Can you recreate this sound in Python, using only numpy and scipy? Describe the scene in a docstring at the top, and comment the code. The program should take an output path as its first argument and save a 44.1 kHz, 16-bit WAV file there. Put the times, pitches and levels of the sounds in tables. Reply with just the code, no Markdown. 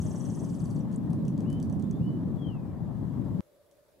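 """On a bare branch in the wind, a small bird gives a fast buzzy chatter, then dry ticks in pairs.
Its rapid pitch sweeps and noise bursts ring in the throat and beak and scatter off ground and bushes.
The wind is a low, gusting rumble under a thin hiss. Further off, a second bird whistles three times
in nearly pure tones, with faint peeps. Near the end the scene cuts to a much quieter plain with a hum."""
import sys
import numpy as np
from scipy import signal
from scipy.fft import rfft, irfft
from scipy.io import wavfile
from scipy.ndimage import uniform_filter1d

SR = 44100
rng = np.random.default_rng(int(sys.argv[2]) if len(sys.argv) > 2 else 0)


def put_to_file(sound):
    """Save the sound as 16-bit audio at rate SR, in the file named by the first command-line argument."""
    columns = np.atleast_2d(sound).T  # one column per channel
    safe = np.clip(columns, -1, 1)
    whole_steps = np.round(safe * 32767)
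    wavfile.write(sys.argv[1], SR, whole_steps.astype(np.int16))


N = 176400
TIME = np.arange(N) / SR
HZ = np.fft.rfftfreq(N, 1 / SR)
OCTAVE_DB = -21.5  # second harmonic of a sweep, relative to its fundamental


def amp(db):
    """Decibels to amplitude ratio."""
    return 10 ** (np.asarray(db) / 20)


def unit(x):
    """Normalisation to an rms of 1."""
    return x / np.sqrt(np.mean(x ** 2) + 1e-20)


def spectrum(points, hz):
    """Interpolation of a table on a log-frequency axis."""
    f, value = np.transpose(points)
    return np.interp(np.log(hz + 1), np.log(f + 1), value)


def curve(points, column=1):
    """Linear interpolation of a table along time."""
    rows = np.array(points)
    return np.interp(TIME, rows[:, 0], rows[:, column])


def add(mix, start_s, sound):
    """Superposition: a sound adds to the mix from start_s on."""
    at = round(start_s * SR)
    if at >= 0:
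        part = mix[at:at + len(sound)]
        part += sound[:len(part)]


def panned(x, db):
    """Interaural level difference: the left rises and the right falls by db."""
    return x * np.array([amp(db), amp(-db)]).reshape(2, -1)


def filtered(x, colour):
    """Linear filtering: the spectrum of x is multiplied by a gain curve."""
    return irfft(rfft(x) * amp(spectrum(colour, HZ)), N)


def air(colour, coherence, patchy_db, flicker_db, size=1024):
    """Partially coherent stereo noise, with drifting spectral patches and a flicker common to all bands."""
    hz = np.fft.rfftfreq(size, 1 / SR)
    hop = size // 4
    a, b, c, d, patch = rng.standard_normal((5, N // hop + 6, len(hz)))
    patch = unit(uniform_filter1d(uniform_filter1d(patch, size=8, axis=0), size=8, axis=1))
    shared = np.clip(spectrum(coherence, hz), 0, .99)
    left = a + 1j * b
    right = shared * left + np.sqrt(1 - shared ** 2) * (c + 1j * d)
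    frames = np.array([left, right]) * amp(patchy_db * patch)
    noise = signal.istft(frames.transpose(0, 2, 1), nperseg=size, noverlap=size - hop)[1][:, :N]
    flicker = unit(uniform_filter1d(uniform_filter1d(rng.standard_normal(N), size=700), size=400))
    return unit(filtered(noise * amp(flicker_db * flicker), colour))


def wind():
    """Amplitude-modulated noise in three bands: deep buffeting, a gusting rumble and a steadier rush."""
    # wind spectrum: (frequency [Hz], relative level [dB])
    colour = [(15, -64.5), (25, -32.5), (107, -3), (166, 0.5), (277, -7), (456, -23.5), (595, -23),
              (694, -27.5), (1060, -32), (1430, -44.5), (1840, -45), (2400, -62), (3120, -88), (5280, -120)]
    # likeness of the two channels: (frequency [Hz], coherence [0-1])
    coherence = [(25, 0.48), (70, 0.34), (180, 0.62), (550, 0.53), (1650, 0.37), (15000, .33)]
    # envelopes of the three bands: (time [s], level [dB])
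    buffet_level = [(0.04, -35), (0.25, -54), (0.27, -37), (0.47, -49), (0.54, -40.5), (0.88, -48),
                    (0.89, -44), (2.0, -39.5), (2.02, -27.5), (2.05, -43.5), (2.5, -40), (3.25, -40),
                    (3.32, -36.5), (3.37, -45)]
    rumble_level = [(0.04, -33.5), (0.71, -34.5), (0.73, -29), (0.85, -34), (1.28, -29), (1.89, -32.5),
                    (2.01, -27.5), (2.05, -32), (2.09, -28.5), (2.7, -36), (2.72, -38.5), (3.17, -36),
                    (3.2, -31), (3.27, -37.5), (3.37, -31.5)]
    rush_level = [(0.05, -50), (.6, -52.5), (2.2, -53), (2.9, -52.5), (3.4, -52.5)]
    # side the rumble leans to: (time [s], left minus right [dB])
    balance = [(0.02, 6), (1.22, 2), (1.25, -4), (1.4, 5.5), (1.83, -8.5), (2.41, 7.5), (2.45, 3.5),
               (2.96, 10), (3.39, 7.5)]
    buffet_below_hz, rush_above_hz = 121.2, 479
    bins = rfft(air(colour, coherence, patchy_db=1.0, flicker_db=1.0))
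    deep = 1 / (1 + (HZ / buffet_below_hz) ** 8)
    low = 1 / (1 + (HZ / rush_above_hz) ** 6)
    buffet = unit(irfft(bins * deep, N)) * amp(curve(buffet_level) + .5)
    rumble = unit(irfft(bins * (low - deep), N)) * amp(curve(rumble_level))
    rush = unit(irfft(bins * (1 - low), N)) * amp(curve(rush_level))
    lean_db = curve(balance) / 2
    return panned(buffet, .4 * lean_db) + panned(rumble, lean_db) + panned(rush, db=.9)


def hiss():
    """The thin treble of the wind: broadband noise whose low coherence makes it sound wide."""
    # hiss spectrum: (frequency [Hz], relative level [dB])
    colour = [(1200, -23), (2000, 4.5), (3500, 5.5), (4400, 1.5), (6000, -1), (10000, -0.5), (16000, -4.5)]
    # hiss envelope: (time [s], level [dB])
    level = [(0, -69.5), (2, -69.5), (2.8, -72.5), (3.05, -70), (3.4, -68)]
    return air(colour, coherence=[(2000, .14), (12000, .13)], patchy_db=1.2, flicker_db=.63) * amp(curve(level))


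def sweep(mid_s, length_s, from_hz, to_hz, db, bend=1, soft=1.27, wobble=.042, octave_db=OCTAVE_DB):
    """Frequency modulation: an unsteady glide, fastest at first if bend < 1. Returns (start, sound)."""
    progress = np.linspace(0, 1, max(int(length_s * SR), 8))
    waver = unit(uniform_filter1d(rng.standard_normal(SR // 4), size=24))[:len(progress)]
    hz = from_hz * (to_hz / from_hz) ** (progress ** bend) * (1 + wobble * waver)
    phase = 2 * np.pi * (np.cumsum(hz) / SR + rng.random())
    tone = np.sin(phase) + amp(octave_db) * np.sin(2 * phase) * (2 * hz < SR / 2)
    envelope = abs(np.sin(np.pi * progress)) ** soft
    return mid_s - length_s / 2, amp(db) * envelope * tone


def chatter():
    """Pulses too fast to resolve fuse into a buzz around each syllable's up-sweep and down-sweep."""
    # down-sweep of each syllable: (time [s], level [dB], final pitch [Hz])
    syllables = [(0.0215, -46, 5190), (.069, -47, 5200), (0.1161, -48, 5200), (.1632, -48, 5200),
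                 (.2102, -48, 5220), (0.2574, -48, 5100), (0.3052, -49, 5050), (0.3526, -48.5, 5010),
                 (0.401, -49.5, 5010), (0.4504, -50.5, 4840), (0.5003, -51.5, 4410), (0.551, -52.5, 4240),
                 (.604, -52.5, 4160), (.657, -53, 4010), (0.7103, -53.5, 4000), (.766, -56, 4100),
                 (.8093, -60, 4700)]
    # rising pulses around a down-sweep: (time offset [s], pitch [Hz], relative level [dB])
    pulses = [(-.018, 8240, -4.5), (-.0137, 7600, -4), (-.0096, 7000, -4), (.0036, 7800, -11),
              (.0075, 9440, -7.5), (.0118, 8900, -10), (.016, 8500, -7), (.0205, 9400, -10),
              (.025, 7800, -12)]
    # spectrum of the rasp: (frequency [Hz], relative level [dB])
    rasp_colour = [(1500, -28), (2400, -11), (3150, 0.5), (4000, -9), (4700, -2.5), (6000, -4), (8000, 1.5),
                   (9800, -2), (11000, -3), (12500, -5), (15000, -12)]
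    pulse_s, glide_ratio, pulses_end_s = .003, 1.15, .812
    jitter_s, pitch_spread, spread_db = .0004, .035, 2.5
    rasp_db, rasp_decay_s = -9.5, .0016
    tones, puffs = np.zeros((2, N))
    puff = np.exp(-TIME[:SR // 50] / rasp_decay_s)
    for s, db, end_hz in syllables:
        # a deeper dive lasts longer and has a stronger octave
        first_end_hz = syllables[0][2]
        dive_hz = first_end_hz - end_hz
        dive_s = .0044 * (first_end_hz / end_hz) ** 1.4
        up_at = s - .0054
        add(tones, *sweep(up_at, length_s=.0038, from_hz=4920, to_hz=8060 + dive_hz, db=db))
        add(tones, *sweep(s, dive_s, from_hz=8000, to_hz=end_hz, db=db,
                          bend=.6, soft=1.15, octave_db=OCTAVE_DB + .0165 * dive_hz))
        for at in (up_at, s):
            add(puffs, at, amp(db) * puff)
        for offset_s, pulse_hz, pulse_db in pulses:
            late, sharp, loud = rng.standard_normal(3)
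            if s + offset_s < pulses_end_s:
                at = s + offset_s + jitter_s * late
                hz = pulse_hz * (1 + pitch_spread * sharp)
                level_db = db + pulse_db + spread_db * loud
                add(tones, *sweep(at, pulse_s, hz / glide_ratio, hz * glide_ratio, level_db))
                add(puffs, at - rasp_decay_s / 2, amp(db) * puff)
    rasp = unit(filtered(rng.standard_normal(N), rasp_colour))
    return tones + amp(rasp_db) * puffs * rasp


def throat(x):
    """Source and filter: the resonances of throat and beak ring briefly after every pulse."""
    # response of throat and beak: (frequency [Hz], gain [dB])
    resonances = [(2600, -1), (3300, 1.5), (4000, -4.5), (4550, -0.5), (5100, -6.5), (5500, -4.5),
                  (5780, 4.5), (6170, -3.5), (6430, 1.5), (6780, -6.5), (7000, 0), (7500, -2.5), (8050, 3),
                  (8500, -0.5), (9800, 2.5), (10650, -4), (11400, -5), (11800, -18), (12400, -3),
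                  (13400, -9)]
    log_gain = np.log(amp(spectrum(resonances, abs(np.fft.fftfreq(2048, 1 / SR)))))
    minimum_phase = np.exp(np.conj(signal.hilbert(log_gain)))
    ring = np.fft.ifft(minimum_phase).real
    return signal.oaconvolve(x, ring[:len(ring) // 2])[:N]


def echoes(x, db, t60_s):
    """Scattering from ground and bushes: sparse, decaying reflections, different at each ear."""
    t = TIME[:SR // 2]
    taps = rng.standard_normal((2, len(t))) * (rng.random((2, len(t))) < .1)
    taps *= amp(-60 * t / t60_s) * (t > .002)
    taps /= np.linalg.norm(taps, axis=1, keepdims=True)
    return amp(db) * signal.fftconvolve(x[None], taps, axes=1)[:, :N]


def ticks():
    """Broadband transients: dry two-millisecond noise bursts, mostly in weak-strong pairs."""
    # tick onsets: (time [s], relative level [dB])
    onsets = [(.914, -59), (.9174, -61), (.9238, -59), (0.927, -56), (.932, -58), (.9394, -63), (.942, -57),
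              (.9473, -57), (1.1041, -54), (1.1318, -50), (1.252, -53), (1.2805, -49), (1.3779, -51),
              (1.405, -47.5), (1.501, -47.5), (1.5282, -47), (1.6, -48.5), (1.627, -45.5), (1.6978, -52.5),
              (1.7257, -51), (1.7963, -52.5), (1.8241, -52), (1.9108, -51), (3.712, -59.5)]
    # spectrum of a tick: (frequency [Hz], relative level [dB])
    colour = [(1500, -25), (3000, -6.5), (4000, -8), (5000, -1.5), (5800, -3), (7200, -2.5), (8400, -6),
              (10000, -5.5), (11500, -12.5), (15000, -11)]
    rise_s, hold_s, decay_s, gain_db = .00018, .0014, .0009, -3
    t = TIME[:SR // 50]
    burst = np.minimum(t / rise_s, 1) * np.exp(-np.maximum(t - hold_s, 0) / decay_s)
    envelope = np.zeros(N)
    for s, db in onsets:
        add(envelope, s, amp(db + gain_db) * burst)
    return envelope * unit(filtered(rng.standard_normal(N), colour))


def chips():
    """Two chirps, one rising and one falling, cross an octave so fast that they sound like sharp clicks."""
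    # chirps: (centre time [s], duration [s], start pitch [Hz], end pitch [Hz], level [dB])
    notes = [(0.962, 0.0068, 5300, 11000, -45), (1.9118, 0.0067, 11700, 5050, -50.5)]
    out = np.zeros(N)
    for note in notes:
        add(out, *sweep(*note, bend=.6))
    return out


def whistles():
    """Two pure tones under slow frequency modulation: each scoops up, crests and sags."""
    # whistles: (start time [s], crest pitch [Hz], relative level [dB])
    notes = [(1.438, 3054, -66), (1.992, 2996, -68.5)]
    length_s, scoop_depth, scoop_s, crest_s, arch_hz = .195, .32, .014, .145, 150
    t = np.arange(0, length_s, 1 / SR)
    scoop = scoop_depth * np.exp(-t / scoop_s)
    sag_hz = arch_hz * (t / crest_s - 1) ** 2
    envelope = (.48 + np.sin(np.pi * t / length_s) ** 2.2) * signal.windows.tukey(len(t), .08)
    out = np.zeros(N)
    for s, crest_hz, db in notes:
        waver = .004 * unit(uniform_filter1d(rng.standard_normal(len(t)), size=400))
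        hz = crest_hz * (1 - scoop + waver) - sag_hz
        add(out, s, amp(db) * envelope * np.sin(2 * np.pi * np.cumsum(hz) / SR))
    return out


def peeps():
    """Shallow upward frequency glides, heard as three faint peeps."""
    # peeps: (centre time [s], duration [s], start pitch [Hz], end pitch [Hz], level [dB])
    notes = [(1.85, 0.044, 3400, 3600, -72), (1.956, .09, 3350, 3710, -72), (2.091, 0.036, 4300, 4700, -75)]
    out = np.zeros(N)
    for note in notes:
        add(out, *sweep(*note, wobble=.025))
    return out


def slur():
    """The third whistle: a pure tone whose phase is the integral of a falling frequency."""
    # course of the note: (time [s], pitch [Hz], level [dB])
    contour = [(2.35, 3500, -88), (2.40, 3340, -71), (2.435, 3260, -61.5), (2.458, 3130, -58.5),
               (2.474, 3185, -55), (2.51, 2890, -65.5), (2.57, 2590, -71), (2.61, 2490, -83),
               (2.72, 2320, -82)]
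    tone = np.sqrt(2) * np.sin(2 * np.pi * np.cumsum(curve(contour)) / SR)
    sounding = (TIME > contour[0][0]) & (TIME < contour[-1][0])
    return amp(curve(contour, column=2)) * tone * sounding


def calm():
    """Still air with a faint hum: narrow-band noise, which wavers as its components beat."""
    # spectrum of the still air: (frequency [Hz], relative level [dB])
    colour = [(18, -44), (30, -13), (102, -8.5), (243, -14), (369, -6), (492, -8), (575, -4), (767, -18.5),
              (1020, -19.5), (3230, -30), (3490, -26.5), (5740, -31), (8500, -29.5), (9680, -27.5),
              (15500, -31)]
    air_db, hum_db, hum_hz, half_width_hz = -65.5, -68, 580, 41
    band = 1 / (1 + ((HZ - hum_hz) / half_width_hz) ** 2)
    hums = unit(irfft(rfft(rng.standard_normal((3, N))) * band, N))
    hum = hums[0] + .17 * hums[1:]  # mostly common to both ears
    still_air = air(colour, coherence=[(300, .49), (8000, .066)], patchy_db=1.5, flicker_db=.5)
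    return amp(air_db) * still_air + amp(hum_db) * hum


def scene():
    """Superposition of the near bird, the far calls, their echoes and wind that cuts abruptly to calm."""
    # colour of the near bird's echoes: (frequency [Hz], gain [dB])
    echo_colour = [(2000, 0.5), (4200, 2), (6800, -1), (10000, 2), (14000, 2)]
    near_t60_s, cut_s, fade_s = .15, 3.407, .00005
    song = throat(chatter() + ticks())
    sharp = throat(chips())
    reflected = echoes(song, db=-3, t60_s=near_t60_s) + echoes(sharp, db=-15, t60_s=near_t60_s)
    near = panned(song + sharp + filtered(reflected, echo_colour), db=1)
    calls = whistles() + peeps() + slur()
    far = panned(calls + echoes(calls, db=-9, t60_s=.14), db=5)
    before_cut = np.clip((cut_s - TIME) / fade_s, 0, 1)
    return near + far + before_cut * (wind() + hiss()) + (1 - before_cut) * calm()


def record(dry):
    """The microphone's frequency response: a narrow treble notch, then a low-pass band limit."""
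    notch_hz, half_width_hz, depth, edge_hz = 9095, 356, .9, 15750
    notch = 1 - depth * np.exp(-abs((HZ - notch_hz) / half_width_hz) ** 3)
    notched = irfft(rfft(dry) * notch, N)
    low_pass = signal.firwin(511, edge_hz, window=("kaiser", 9), fs=SR)
    return signal.oaconvolve(notched, low_pass[None], "same")


dry = scene()
out = record(dry)
put_to_file(out)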